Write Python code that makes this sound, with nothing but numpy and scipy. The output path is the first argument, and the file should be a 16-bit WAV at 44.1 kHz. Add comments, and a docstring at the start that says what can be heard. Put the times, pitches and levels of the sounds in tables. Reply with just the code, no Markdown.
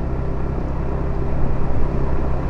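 """A scooter's single-cylinder four-stroke engine hums at an even speed, heard from the rider's seat.
The exhaust puffs once a cycle; combustion and valves each make the engine casing knock and rasp.
Underneath, tyres and air rush, uneven paving blocks thump the chassis and loose bodywork ticks.
The swaying microphone adds a very low rumble, and the ride slowly grows a little louder."""
import sys
import numpy as np
from scipy import signal
from scipy.fft import rfft, irfft, next_fast_len
from scipy.io import wavfile
from scipy.ndimage import uniform_filter1d, map_coordinates

SR = 44100
rng = np.random.default_rng(int(sys.argv[2]) if len(sys.argv) > 2 else 0)


def generate_wav(sig):
    """Save sig (samples, or channels by samples) to the path in sys.argv[1] as 16-bit PCM at SR."""
    pcm = np.round(np.clip(np.atleast_2d(sig).T, -1, 1) * 32767).astype(np.int16)
    wavfile.write(sys.argv[1], SR, pcm)


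N = 109897


def amp(db):
    """Turn a level in dB into a number to multiply by."""
    return 10 ** (np.asarray(db) / 20)


def unit(x):
    """Scale a signal so its average strength (rms) is 1."""
    return x / np.sqrt(np.mean(x ** 2) + 1e-20)


def seconds():
    """The time of each sample."""
    return np.arange(N) / SR


def curve(rows):
    """Join (time, value) points with straight lines."""
    return np.interp(seconds(), *np.transpose(rows))


def wobble(per_second):
    """A smooth curve through this many random points a second."""
    points = rng.standard_normal(int(N * per_second / SR) + 4)
    return map_coordinates(points, [seconds() * per_second], mode="mirror")


def filtered(x, response):
    """Multiply each frequency in x by response(hz)."""
    size = next_fast_len(N + SR // 2)
    hz = np.fft.rfftfreq(size, 1 / SR)
    return irfft(rfft(x, size) * response(hz), size)[:N]


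def coloured(x, spectrum):
    """Shape the bass and treble of x with (frequency, level) points, then scale to strength 1."""
    f, db = np.transpose(spectrum)
    return unit(filtered(x, lambda hz: amp(np.interp(np.log(hz + 1), np.log(f + 1), db))))


def patchy_noise(depth_db):
    """Noise with random louder and softer patches across time and pitch."""
    spectra = signal.stft(rng.standard_normal(N), nperseg=512)[2]
    patches = uniform_filter1d(rng.standard_normal(spectra.shape), size=5, axis=0)
    patches = uniform_filter1d(patches, size=10, axis=1)
    return signal.istft(spectra * amp(depth_db * unit(patches)), nperseg=512)[1][:N]


# How strongly the microphone sways: t/s, level/dB
SWAY_LEVEL = [(0, -26), (.2, -29), (.3, -21), (.9, -27.5), (1.35, -21), (1.42, -16), (1.82, -12.5),
              (1.9, -22.5), (2.3, -17.5), (2.49, -31)]
# Tone colour of its rumble: f/Hz, relative level/dB
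RUMBLE_COLOUR = [(2, -12.5), (12, 9), (22, 5), (40, -5), (90, -42), (300, -75.5), (1500, -130)]

def microphone_sway(shake_hz=11.5, wander_swings=.2, rumble_share=.55):
    """The microphone shakes slowly and unevenly, with a deep rumble."""
    swings = shake_hz * seconds() + wander_swings * wobble(8)
    shake = unit(np.sin(2 * np.pi * swings))
    rumble = coloured(rng.standard_normal(N), RUMBLE_COLOUR)
    return amp(curve(SWAY_LEVEL)) * unit(shake + rumble_share * rumble)


# How loud the tyres hiss: t/s, level/dB
TREAD_LEVEL = [(0, -64.5), (.6, -63.5), (1.0, -64), (1.3, -62.5), (1.62, -62.5), (1.82, -60), (2.02, -61),
               (2.15, -61.5), (2.49, -60.5)]
# Tone colour of the hiss: f/Hz, relative level/dB
TREAD_COLOUR = [(1500, -30.5), (3200, -2), (4400, 1), (5500, -0.5), (7000, -9), (10000, -20.5),
                (15000, -34)]

def tread_hiss():
    """The tyre tread hisses thinly, rising and easing with the surface."""
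    return amp(curve(TREAD_LEVEL)) * coloured(rng.standard_normal(N), TREAD_COLOUR)


# Bodywork ticks: t/s, level before filtering/dB, f/Hz, band width/Hz
PLASTIC_TICKS = [(.256, -46, 3900, 2000), (.603, -38, 4700, 1600), (.684, -42.5, 5700, 2500),
                 (.891, -46, 5300, 2000), (1.15, -40, 4500, 1600), (1.23, -62, 13600, 1600),
                 (1.735, -59, 14000, 2800), (1.85, -49, 4400, 2000), (2.002, -56, 11700, 1600),
                 (2.009, -47, 5000, 2000), (2.109, -56, 8600, 1200)]

def bodywork_ticks(fade_s=.03):
    """Loose plastic ticks faintly: each tick is a burst of noise ringing around one pitch."""
    out = np.zeros(N)
    for start, db, pitch, width in PLASTIC_TICKS:
        age = seconds() - start
        fade = amp(db - 60 * np.abs(age) / fade_s) * (age >= 0)
        burst = fade * rng.standard_normal(N)
        # Squaring the filter makes the sides of its band steeper.
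        out += filtered(burst, lambda hz: (1j * hz * width / (pitch**2 - hz**2 + 1j * hz * width)) ** 2)
    return out


# Tone colour of tyres and air: f/Hz, relative level/dB
RUSH_COLOUR = [(20, -54), (45, -48.5), (80, -54), (150, -55), (250, -59.5), (400, -61.5), (470, -63.5),
               (600, -60.5), (720, -63.5), (820, -70), (960, -64.5), (1250, -73), (1420, -74.5),
               (1530, -79), (1650, -75), (1850, -77), (2200, -83.5), (2450, -80.5), (2530, -85.5),
               (2660, -82.5), (2720, -89.5), (3300, -96.5), (4900, -102), (7000, -109), (10000, -116),
               (15000, -121)]

def road_rush():
    """Tyres rolling on the paving and passing air make an even rush."""
    return amp(-28) * coloured(patchy_noise(depth_db=.82), RUSH_COLOUR)


# Jolts from the paving, each at its loudest moment: t/s, level/dB, f/Hz
JOLTS = [(.405, -31, 830), (.572, -29, 800), (0.613, -22, 35.3), (0.811, -26, 189), (.874, -25.5, 276),
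         (1.009, -24, 276), (1.33, -32, 214), (1.379, -27, 41.2), (1.4, -28, 278), (1.437, -20.5, 30.4),
         (1.466, -25.5, 233), (1.507, -26.5, 88), (1.582, -26, 39.5), (1.644, -32, 196), (1.749, -23, 230),
         (1.772, -17.5, 118), (1.826, -20, 33.4), (1.95, -23, 214), (2.063, -23.5, 71), (2.13, -28, 178),
         (2.246, -24, 298), (2.289, -30, 61.5)]
# Tone colour of the grit in a jolt: f/Hz, relative level/dB
GRIT_COLOUR = [(40, 7), (120, 0), (280, 0), (600, -12), (1200, -18), (3000, -50), (8000, -120)]

def chassis_thumps(half_length_swings=1.34, grit_db=-9.5):
    """Uneven blocks jolt the chassis: a few swings swell and fade, with a little gritty noise."""
    out = np.zeros(N)
    grit = amp(grit_db) * coloured(rng.standard_normal(N), GRIT_COLOUR)
    for middle, db, pitch in JOLTS:
        swings = (seconds() - middle) * pitch
        tone = np.cos(2 * np.pi * (swings + rng.random()))
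        swell = np.exp(-(swings / half_length_swings) ** 2)
        out += amp(db) * swell * (tone + grit)
    return out


# The two blows in each engine cycle, combustion then valves: delay/cycles, relative level/dB
ENGINE_BLOWS = [(0, 0.5), (.45, -3)]
# Tone colour of gas and gear noise: f/Hz, relative level/dB
RASP_COLOUR = [(80, -23), (200, -2), (350, 1), (650, -7), (1100, -11), (1500, -23), (2500, -37),
               (3100, -43), (4800, -43), (8000, -52.5), (15000, -68.5)]

def engine_rasp(cycles, sharpness=2.66):
    """Gas and gear noise surges with every blow."""
    surges = np.zeros(N)
    for delay, db in ENGINE_BLOWS:
        angle = 2 * np.pi * (cycles - delay)
        surges += amp(db) * np.exp(sharpness * (np.cos(angle) - 1))
    return amp(-37) * unit(surges * coloured(rng.standard_normal(N), RASP_COLOUR))


# Tone colour of the ringing casing: f/Hz, relative level/dB
CASING_COLOUR = [(300, -39.5), (550, -6.5), (850, 0.5), (1000, -3), (1350, -7.5), (1500, -13.5),
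                 (2000, -11), (2200, -23.5), (2450, -17), (2650, -16.5), (2750, -32), (5000, -40),
                 (9000, -68.5)]

def casing_knock(cycles, fade_s=.087, scatter_db=2):
    """Each of the two blows rings the casing its own way; only its strength varies between cycles."""
    age = np.arange(SR // 10) / SR
    out = np.zeros(N)
    for delay, db in ENGINE_BLOWS:
        hit_samples = np.flatnonzero(np.diff(np.floor(cycles - delay)) > 0)
        hits = np.zeros(N)
        hits[hit_samples] = amp(db + scatter_db * rng.standard_normal(N)[:len(hit_samples)])
        ring = rng.standard_normal(len(age)) * amp(-60 * age / fade_s)
        out += signal.fftconvolve(hits, ring)[:N]
    return amp(-46.5) * coloured(out, CASING_COLOUR)


# Tones of the exhaust and faint gear whine: multiple of the firing rate, usual level/dB
EXHAUST_TONES = [(1, -30), (2, -27), (3, -49.5), (4, -31.5), (5, -35), (6, -46), (7, -44), (8, -42.5),
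                 (9, -46.5), (10, -40.5), (11, -47), (12, -38), (13, -57), (16, -47.5), (20, -53),
                 (22, -53.5), (26, -59.5), (40, -59.5), (41, -55)]
# Two droning tones rise and fall: t/s, level added to tone 4/dB, level added to tone 12/dB
DRONE_CHANGES = [(0, -3, 2), (.16, 4.5, 1.5), (.35, -.5, 0), (.55, -1.5, 1.5), (.72, -2, -7.5),
                 (.95, -1.5, 2.5), (1.2, 0.5, 4), (1.42, 1.5, -1.5), (1.85, 0, -0.5), (2.05, 2.5, 2),
                 (2.3, 1.5, -7), (2.49, 2.5, -3)]

def exhaust_hum(cycles, waver_db=.55, smear_radians=1.2):
    """Tones at multiples of the firing rate line up loosely into one puff a cycle."""
    times, low_db, upper_db = np.transpose(DRONE_CHANGES)
    drone_db = {4: np.interp(seconds(), times, low_db), 12: np.interp(seconds(), times, upper_db)}
    hum = np.zeros(N)
    for multiple, db in EXHAUST_TONES:
        phase = 2 * np.pi * multiple * cycles + smear_radians * rng.standard_normal()
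        # Tone 2, the crankshaft's own, holds firm; tones further from it waver more.
        waver = waver_db * np.log2(multiple / 2) * wobble(6.25)
        level_db = db + drone_db.get(multiple, 0) + waver
        hum += np.sqrt(2) * amp(level_db) * np.cos(phase)
    return hum


# How often the engine fires: t/s, f/Hz
FIRING_RATE = [(0, 33.07), (.35, 32.92), (.7, 32.88), (.95, 33.0), (1.3, 32.98), (1.7, 33.11), (1.9, 33.19),
               (2.49, 33.23)]

def engine_cycles(first_firing=.25, jitter_cycles=.0015):
    """Count the cycles of the slightly unsteady engine; it fires at each whole number."""
    return np.cumsum(curve(FIRING_RATE)) / SR - first_firing + jitter_cycles * wobble(25)


def scene(hum_db_per_s=.32, ride_db_per_s=1.22):
    """One shaft keeps the engine sounds in step; engine and road slowly grow louder."""
    cycles = engine_cycles()
    from_middle_s = seconds() - seconds().mean()
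    hum = amp(hum_db_per_s * from_middle_s) * exhaust_hum(cycles)
    ride = casing_knock(cycles) + engine_rasp(cycles) + road_rush()
    ride *= amp(ride_db_per_s * from_middle_s)
    return (hum + ride + tread_hiss() + microphone_sway() + chassis_thumps() + bodywork_ticks())[None]


def record(dry, top_hz=15500):
    """Cut away the very highest treble."""
    low_pass = signal.cheby1(14, .05, top_hz, fs=SR, output="sos")
    return signal.sosfiltfilt(low_pass, dry)


dry = scene()
out = record(dry)
generate_wav(out)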